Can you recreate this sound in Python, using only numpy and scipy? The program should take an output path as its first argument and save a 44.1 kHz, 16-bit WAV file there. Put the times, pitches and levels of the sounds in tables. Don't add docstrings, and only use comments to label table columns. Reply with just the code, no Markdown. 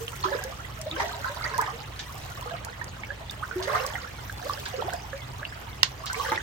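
import sys
import numpy as np
from scipy import signal
from scipy.fft import rfft, irfft, next_fast_len
from scipy.io import wavfile
from scipy.ndimage import uniform_filter1d, map_coordinates

SR = 44100
rng = np.random.default_rng(int(sys.argv[2]) if len(sys.argv) > 2 else 0)


def wrap_up_sound(samples):
    columns = np.atleast_2d(samples).T
    tamed = np.clip(columns, -1, 1)
    steps = np.round(tamed * 32767).astype(np.int16)
    wavfile.write(sys.argv[1], SR, steps)


N = 283122


def amp(db):
    return 10 ** (np.asarray(db) / 20)


def unit(x):
    return x / np.sqrt(np.mean(x ** 2) + 1e-20)


def along(points, hz):
    freqs, values = np.transpose(points)
    return np.interp(np.log(hz + 1), np.log(freqs + 1), values)


def curve(rows, column):
    rows = np.asarray(rows)
    return np.interp(np.arange(N) / SR, rows[:, 0], rows[:, column])


def filtered(x, response):
    size = next_fast_len(N + SR // 2)
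    return irfft(rfft(x, size) * response(np.fft.rfftfreq(size, 1 / SR)), size)[..., :N]


def coloured(x, colour):
    return filtered(x, lambda hz: amp(along(colour, hz)))


def add(track, s, sound):
    start = int(np.clip(round(s * SR), 0, N - 1))
    track[..., start:start + sound.shape[-1]] += sound[..., :N - start]


def rush(colour, side_db, patchy_db):
    spectra = signal.stft(rng.standard_normal((2, N)), nperseg=256)[2]
    patches = uniform_filter1d(rng.standard_normal(spectra.shape[1:]), size=5, axis=0)
    patches = unit(uniform_filter1d(patches, size=5, axis=1))
    pair = signal.istft(spectra * amp(patchy_db * patches), nperseg=256)[1][:, :N]
    mid, side = coloured(pair, colour)
    return unit(np.array([mid + amp(side_db) * side, mid - amp(side_db) * side]))


def bubble(hz, t60, rise, lag_s, swell_cycles):
    delay = np.array([[lag_s], [-lag_s]]) / 2 + abs(lag_s) / 2
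    t = np.maximum(np.arange(int(t60 * SR) + 16) / SR - delay, 0)
    swell = 1 - np.exp(-t * hz / swell_cycles)
    phase = 2 * np.pi * hz * (t + rise * t * t / (2 * t60))
    return swell * amp(-60 * t / t60) * np.sin(phase)


def swarm(level_db, low_hz, high_hz, cycles, rise, scatter_db, spread_s, count):
    density = amp(level_db - level_db.max())
    share = np.cumsum(density) / density.sum()
    track = np.zeros((2, N))
    for k, (when, pitch, life, climb, loud, place) in enumerate(rng.random((count, 6))):
        onset = min(np.searchsorted(share, (k + when) / count), N - 1)
        hz = low_hz * (high_hz / low_hz) ** pitch
        t60 = cycles / hz * 2 ** (2 * life - 1)
        edge = np.sin(np.pi * pitch) ** .5
        gain = edge * amp(scatter_db * loud ** 2) / np.sqrt(density[onset])
        ring = bubble(hz, t60, rise * climb, spread_s * (2 * place - 1), swell_cycles=11)
        add(track, onset / SR, gain * ring)
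    return unit(track) * amp(level_db)


# (crest time [s], stir level [dB], spray level [dB], build-up [s], side [-1 right, 1 left])
LEG_PUSHES = [(0.36, -37.5, -44.5, .2, -1.15), (1.0, -33, -40, .11, 0.24), (1.3, -41, -51, .15, -0.3),
              (1.59, -34, -46, .6, -0.72), (2.24, -43.5, -47.5, .3, -0.46), (2.48, -44, -53.5, .1, -0.98),
              (3.75, -29, -42, .24, -0.48), (4.48, -41, -45, .17, -0.91), (4.9, -40, -48, .6, -0.86),
              (6.17, -35, -40.5, .08, -0.096), (6.29, -33.5, -41, .2, 0.18)]
BUILD_DB = 17


def strides(column, calm_db, settle_db_per_s):
    power = amp(calm_db) ** 2
    for push in LEG_PUSHES:
        crest_s, build_s = push[0], push[3]
        since = np.arange(N) / SR - crest_s
        drop_db = np.maximum(-since * BUILD_DB / build_s, since * settle_db_per_s)
        power += amp(push[column] - drop_db) ** 2
    return 10 * np.log10(power)


# (frequency [Hz], level [dB])
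SWISH_COLOUR = [(250, -30), (500, 15.5), (1000, 4), (1900, 14.5), (2800, -6), (7000, -13), (12000, -25)]


def sloshes(stir_db, spray_db):
    gurgle = swarm(stir_db - 8.5, 345.8, 1153, cycles=30.3, rise=1, scatter_db=7,
                   spread_s=.0002, count=210)
    slosh = swarm(stir_db - 4, 663.5, 2498, cycles=24.7, rise=1.035, scatter_db=14.5,
                  spread_s=.00036, count=620)
    fizz = swarm(spray_db, 1900, 9000, cycles=9, rise=.3, scatter_db=11, spread_s=.0002, count=3600)
    fizz = coloured(fizz, [(3000, -3.5), (8000, -10)])
    push_db = stir_db - stir_db.max()
    swish = amp(stir_db + .25 * push_db - 8.5) * rush(SWISH_COLOUR, side_db=-3, patchy_db=4)
    return gurgle + slosh + fizz + swish


# (time [s], level [dB], pitch [Hz], t60 [s])
NEAR_BUBBLES = [(0.005, -35, 450, 0.3), (0.081, -19, 2820, 0.0076), (0.229, -35, 4220, .025),
                (0.252, -28.5, 366.5, 0.25), (0.285, -27, 1660, .035), (0.317, -25, 553, 0.21),
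                (0.349, -19.5, 478, 0.065), (0.431, -31, 1605, 0.086), (0.449, -32, 508, 0.15),
                (0.523, -31, 1176, 0.058), (0.695, -34.5, 1105, .06), (0.913, -24, 3560, 0.018),
                (1.002, -18, 840, 0.025), (1.004, -18, 1750, 0.024), (1.244, -16, 1425, 0.024),
                (1.282, -24, 1540, 0.029), (1.296, -29.5, 535, 0.064), (1.368, -28.5, 944, 0.046),
                (1.441, -27, 4500, .02), (1.622, -20.5, 844, 0.036), (1.677, -21.5, 990, 0.026),
                (2.423, -29, 960, 0.043), (2.457, -31.5, 798, 0.079), (2.459, -34.5, 468, 0.16),
                (2.538, -26.5, 666, 0.051), (2.669, -33, 873, 0.06), (2.814, -24, 1750, 0.036),
                (2.816, -31, 936, 0.079), (3.035, -23.5, 2150, 0.028), (3.104, -26, 1640, 0.059),
                (3.297, -28, 3520, 0.019), (3.512, -20, 1420, 0.019), (3.558, -26, 361, 0.41),
                (3.75, -19.5, 1180, 0.052), (3.799, -25.5, 2670, 0.022), (3.803, -26, 503, 0.19),
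                (3.848, -22, 1090, 0.033), (3.955, -17, 1930, 0.019), (4.297, -25, 1560, 0.026),
                (4.496, -18, 1090, 0.039), (4.535, -24.5, 4820, 0.0072), (4.661, -23, 1580, 0.029),
                (4.739, -26.5, 510, 0.13), (4.823, -12.5, 845, 0.012), (4.938, -23, 666, 0.051),
                (5.13, -30.5, 530, 0.15), (5.131, -24.5, 1625, 0.022), (5.43, -21.5, 1570, 0.017),
                (5.452, -18.5, 2660, 0.0087), (5.524, -29.5, 1600, 0.026), (6.099, -23, 1495, 0.086),
                (6.144, -20, 2200, 0.032), (6.198, -20, 1080, 0.07), (6.317, -22.5, 339, 0.059),
                (6.377, -15, 1818, 0.026)]


def plops():
    track = np.zeros((2, N))
    for (s, db, hz, t60), place in zip(NEAR_BUBBLES, rng.standard_normal(len(NEAR_BUBBLES))):
        add(track, s, amp(db) * bubble(hz, t60, rise=.282, lag_s=.00004 * place, swell_cycles=.6))
    return track


# (time [s], level [dB], first pitch [Hz], last pitch [Hz], length [s])
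WAKE_HOLLOWS = [(0.236, -18.5, 954, 1540, 0.015), (0.253, -25, 1130, 1620, .019),
                (0.855, -29, 573, 710, 0.035), (0.907, -34.5, 304, 377, 0.069),
                (0.963, -32, 430, 810, 0.039), (1.023, -28.5, 632, 785, 0.05),
                (1.444, -28, 1776, 2260, 0.038), (1.579, -18, 906, 1270, 0.027),
                (3.421, -25, 1070, 2150, 0.026), (3.668, -24, 520, 780, 0.027),
                (3.694, -24.5, 955, 1900, 0.019), (4.444, -31.5, 488, 780, 0.038),
                (4.775, -28, 407, 715, 0.047), (4.834, -35.5, 327, 550, 0.053),
                (4.876, -27, 573, 1240, 0.021), (6.31, -22, 805, 1240, 0.028)]


def gulps():
    track = np.zeros((2, N))
    for s, db, first_hz, last_hz, length in WAKE_HOLLOWS:
        progress = np.linspace(0, 1, int(length * SR))
        waver = unit(uniform_filter1d(rng.standard_normal(len(progress)), size=90))
        hz = first_hz * (last_hz / first_hz) ** (progress ** 2) * (1 + .07 * waver)
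        swell = np.sin(np.pi * progress ** .88) ** 2
        add(track, s, amp(db) * swell * np.sin(2 * np.pi * np.cumsum(hz) / SR))
    return track


# (time [s], level [dB])
SLAP_HITS = [(0.239, -39), (0.999, -41.5), (1.992, -39), (3.625, -37.5), (4.655, -39.5), (6.064, -36.5)]
PLUNGE_HITS = [(0.999, -29), (1.448, -32), (1.62, -32), (3.68, -30), (3.748, -33), (6.319, -25.5)]
# (frequency [Hz], level [dB])
SLAP_SPECTRUM = [(700, -9), (2000, 4.5), (4200, 2.5), (6500, -4), (12000, -38)]
PLUNGE_SPECTRUM = [(200, -18), (330, -5.5), (1100, 4.5), (2100, 5), (3000, -26.5)]


def splashes():
    return burst(SLAP_HITS, SLAP_SPECTRUM, t60=.17) + burst(PLUNGE_HITS, PLUNGE_SPECTRUM, t60=.15)


def burst(hits, colour, t60):
    envelope, t = np.zeros(N), np.arange(SR // 5) / SR
    for s, db in hits:
        add(envelope, s, amp(db - 60 * t / t60))
    return envelope * rush(colour, side_db=-4.5, patchy_db=1.5)


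def drips(stir_db):
    return swarm(.5 * stir_db - 35, 750, 2300, cycles=45, rise=1.1, scatter_db=5, spread_s=.0002, count=65)


# (time [s], level [dB])
DROPLETS = [(0.439, -31), (0.815, -35), (1.58, -29.5), (1.614, -29), (2.6486, -32.5), (2.843, -37),
            (3.31, -36), (3.865, -29.5), (4.9353, -33), (6.059, -34.5), (6.131, -30)]


def ticks(t60=.009):
    track, t = np.zeros((2, N)), np.arange(SR // 50) / SR
    for s, db in DROPLETS:
        add(track, s, amp(db - 3 - 60 * t / t60) * rng.standard_normal((2, len(t))))
    return coloured(track, [(1500, -31), (5000, 10), (13000, 6)])


# (time [s], level [dB])
HISS_LEVEL = [(0.0, -51), (0.72, -61), (1.29, -55), (1.9, -63), (2.1, -55.5), (2.38, -57), (2.62, -64),
              (3.25, -65.5), (3.81, -51), (4.09, -61.5), (4.6, -51.5), (4.85, -60), (6.06, -63),
              (6.24, -45.5), (6.42, -63)]
# (frequency [Hz], level [dB])
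HISS_SPECTRUM = [(3000, -5), (6000, 7.5), (9000, 2), (12500, 7.5), (15500, 5)]


def crackle(pops_per_s=900, t60=.0078):
    sizes = (rng.random(N) < pops_per_s / SR) * amp(7.5 * rng.standard_normal(N).clip(-3, 2.5))
    t = np.arange(SR // 400) / SR
    envelope = signal.fftconvolve(sizes, amp(-60 * t / t60))[:N]
    pops = unit(coloured(envelope * rng.standard_normal((2, N)), HISS_SPECTRUM))
    hiss = rush(HISS_SPECTRUM, side_db=-9, patchy_db=7.5)
    return amp(curve(HISS_LEVEL, 1)) * (amp(.5) * pops + hiss)


# (frequency [Hz], level [dB], t60 [s])
STONE_MODES = [(1070, -19.5, 0.033), (2160, -13, 0.013), (2540, -11, .011), (2850, -2.5, 0.015),
               (3720, -9.5, 0.011), (4310, -4.5, 0.0076), (4700, -13, 0.0073), (6000, -12, 0.0094),
               (11950, -2.5, 0.0022)]


def stones(clack_s=5.8314):
    track, t = np.zeros((2, N)), np.arange(SR // 4) / SR
    ring = sum(amp(db + rng.standard_normal((2, 1)) - 60 * t / t60) * np.sin(2 * np.pi * hz * t)
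               for hz, db, t60 in STONE_MODES)
    grit = rush(SLAP_SPECTRUM, side_db=1, patchy_db=.5)[:, :len(t)]
    contact = amp(-8.5 - 60 * t / .0089)
    scatter = amp(-27 - 60 * t / .15)
    attack = 1 - np.exp(-t / .00027)
    add(track, clack_s, attack * (amp(-2.5) * ring + (contact + scatter) * grit))
    return track


# (frequency [Hz], t60 [s])
BANK_DECAY = [(200, 0.54), (1000, 0.24), (4000, 0.085), (12000, 0.061)]


def banks(x):
    wet, hop = np.zeros((2, N)), SR // 4
    for start in range(0, N, hop):
        hz, t, spectra = signal.stft(rng.standard_normal((2, SR // 3)), SR, nperseg=256)
        decay = amp(-60 * t / along(BANK_DECAY, hz)[:, None])
        tail = signal.istft(spectra * decay, SR, nperseg=256)[1]
        tail *= 1 + 2.5 * np.exp(-np.arange(tail.shape[1]) / SR / .035)
        crossfade = np.clip(1 - abs(np.arange(N) - start) / hop, 0, 1)
        first = max(start - hop, 0)
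        stretch = (x[0] * crossfade)[None, first:start + hop]
        add(wet, first / SR, signal.fftconvolve(stretch, tail / np.linalg.norm(tail[0]), axes=1))
    return wet


# (offset [s], length [s], first pitch [Hz], last pitch [Hz], level [dB])
BIRD_PHRASE = [(0, .12, 2500, 1880, -43.5), (.18, .11, 3480, 3420, -54.5), (.29, .115, 4200, 5600, -55)]


def bird(start_s=4.125, period_s=.51, count=4):
    song = np.zeros((2, N))
    for phrase_s in start_s + period_s * np.arange(count):
        for s, length, first_hz, last_hz, db in BIRD_PHRASE:
            progress = np.linspace(0, 1, int(length * SR))
            hz = first_hz * (last_hz / first_hz) ** progress * (1 + .0082 * rng.standard_normal())
            whistle = np.sin(np.pi * progress) * np.sin(2 * np.pi * np.cumsum(hz) / SR)
            add(song, phrase_s + s, amp(db) * whistle)
    return (song + banks(song)) / 2


# (frequency [Hz], level [dB])
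RUMBLE_COLOUR = [(20, -23), (58, -3.5), (80, 0.5), (130, -1), (160, -10.5), (400, -23), (900, -58.5)]
TRICKLE_COLOUR = [(200, -4), (400, 2), (1200, 2.5), (2500, -2), (5000, -21), (9000, -25.5), (15500, -61)]


def ambience():
    rumble = amp(-43) * rush(RUMBLE_COLOUR, side_db=-29, patchy_db=1)
    hum = amp(-48.5) * np.sin(2 * np.pi * 59 * np.arange(N) / SR)
    trickle = amp(-45.5) * rush(TRICKLE_COLOUR, side_db=-1, patchy_db=3)
    return rumble + hum + trickle


def placed(x, side, louder_db=4.5, earlier_s=.0003):
    nearness = side * np.array([[.5], [-.5]])
    leads = nearness * earlier_s * SR
    shifted = [map_coordinates(port, [np.arange(N) + lead]) for port, lead in zip(x, leads)]
    return amp(louder_db * nearness) * np.array(shifted)


def scene():
    stir_db = strides(column=1, calm_db=-50, settle_db_per_s=52)
    spray_db = strides(column=2, calm_db=-56, settle_db_per_s=36.5)
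    wash = sloshes(stir_db, spray_db) + drips(stir_db) + splashes()
    near = plops() + gulps() + ticks()
    echo = banks(amp(-2) * wash + amp(-4.5) * near)
    water = placed(wash + near, side=curve(LEG_PUSHES, column=4))
    return water + echo + crackle() + placed(stones(), side=-.69) + bird() + ambience()


# (frequency [Hz], gain [dB])
MIC_COLOUR = [(2000, 0), (2400, -1.5), (3000, 4.5), (6000, 6.5), (9800, 5.5), (10900, -6), (11800, 2.5)]
# (frequency [Hz], phase lead [rad])
MIC_BALANCE = [(100, -1.1), (400, -0.5), (800, -3), (1300, -4), (2000, -3.5), (3000, -0.5), (5000, -2),
               (15000, 3)]
MIC_PHASE = [(300, 0.31), (1150, 0.14), (1550, 2.55), (2100, 0.9), (2800, 1.9), (3700, -0.63), (6000, 1.36)]
TOP_HZ = 16250


def record(dry):
    def ports(hz):
        half = np.array([[.5], [-.5]])
        gain = amp(along(MIC_COLOUR, hz) + half * along(MIC_BALANCE, hz))
        return gain * np.exp(1j * half * along(MIC_PHASE, hz))

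    limited = np.clip(filtered(dry, ports), -1, 1)
    return filtered(limited, lambda hz: 1 / (1 + (hz / TOP_HZ) ** 200))


dry = scene()
out = record(dry)
wrap_up_sound(out)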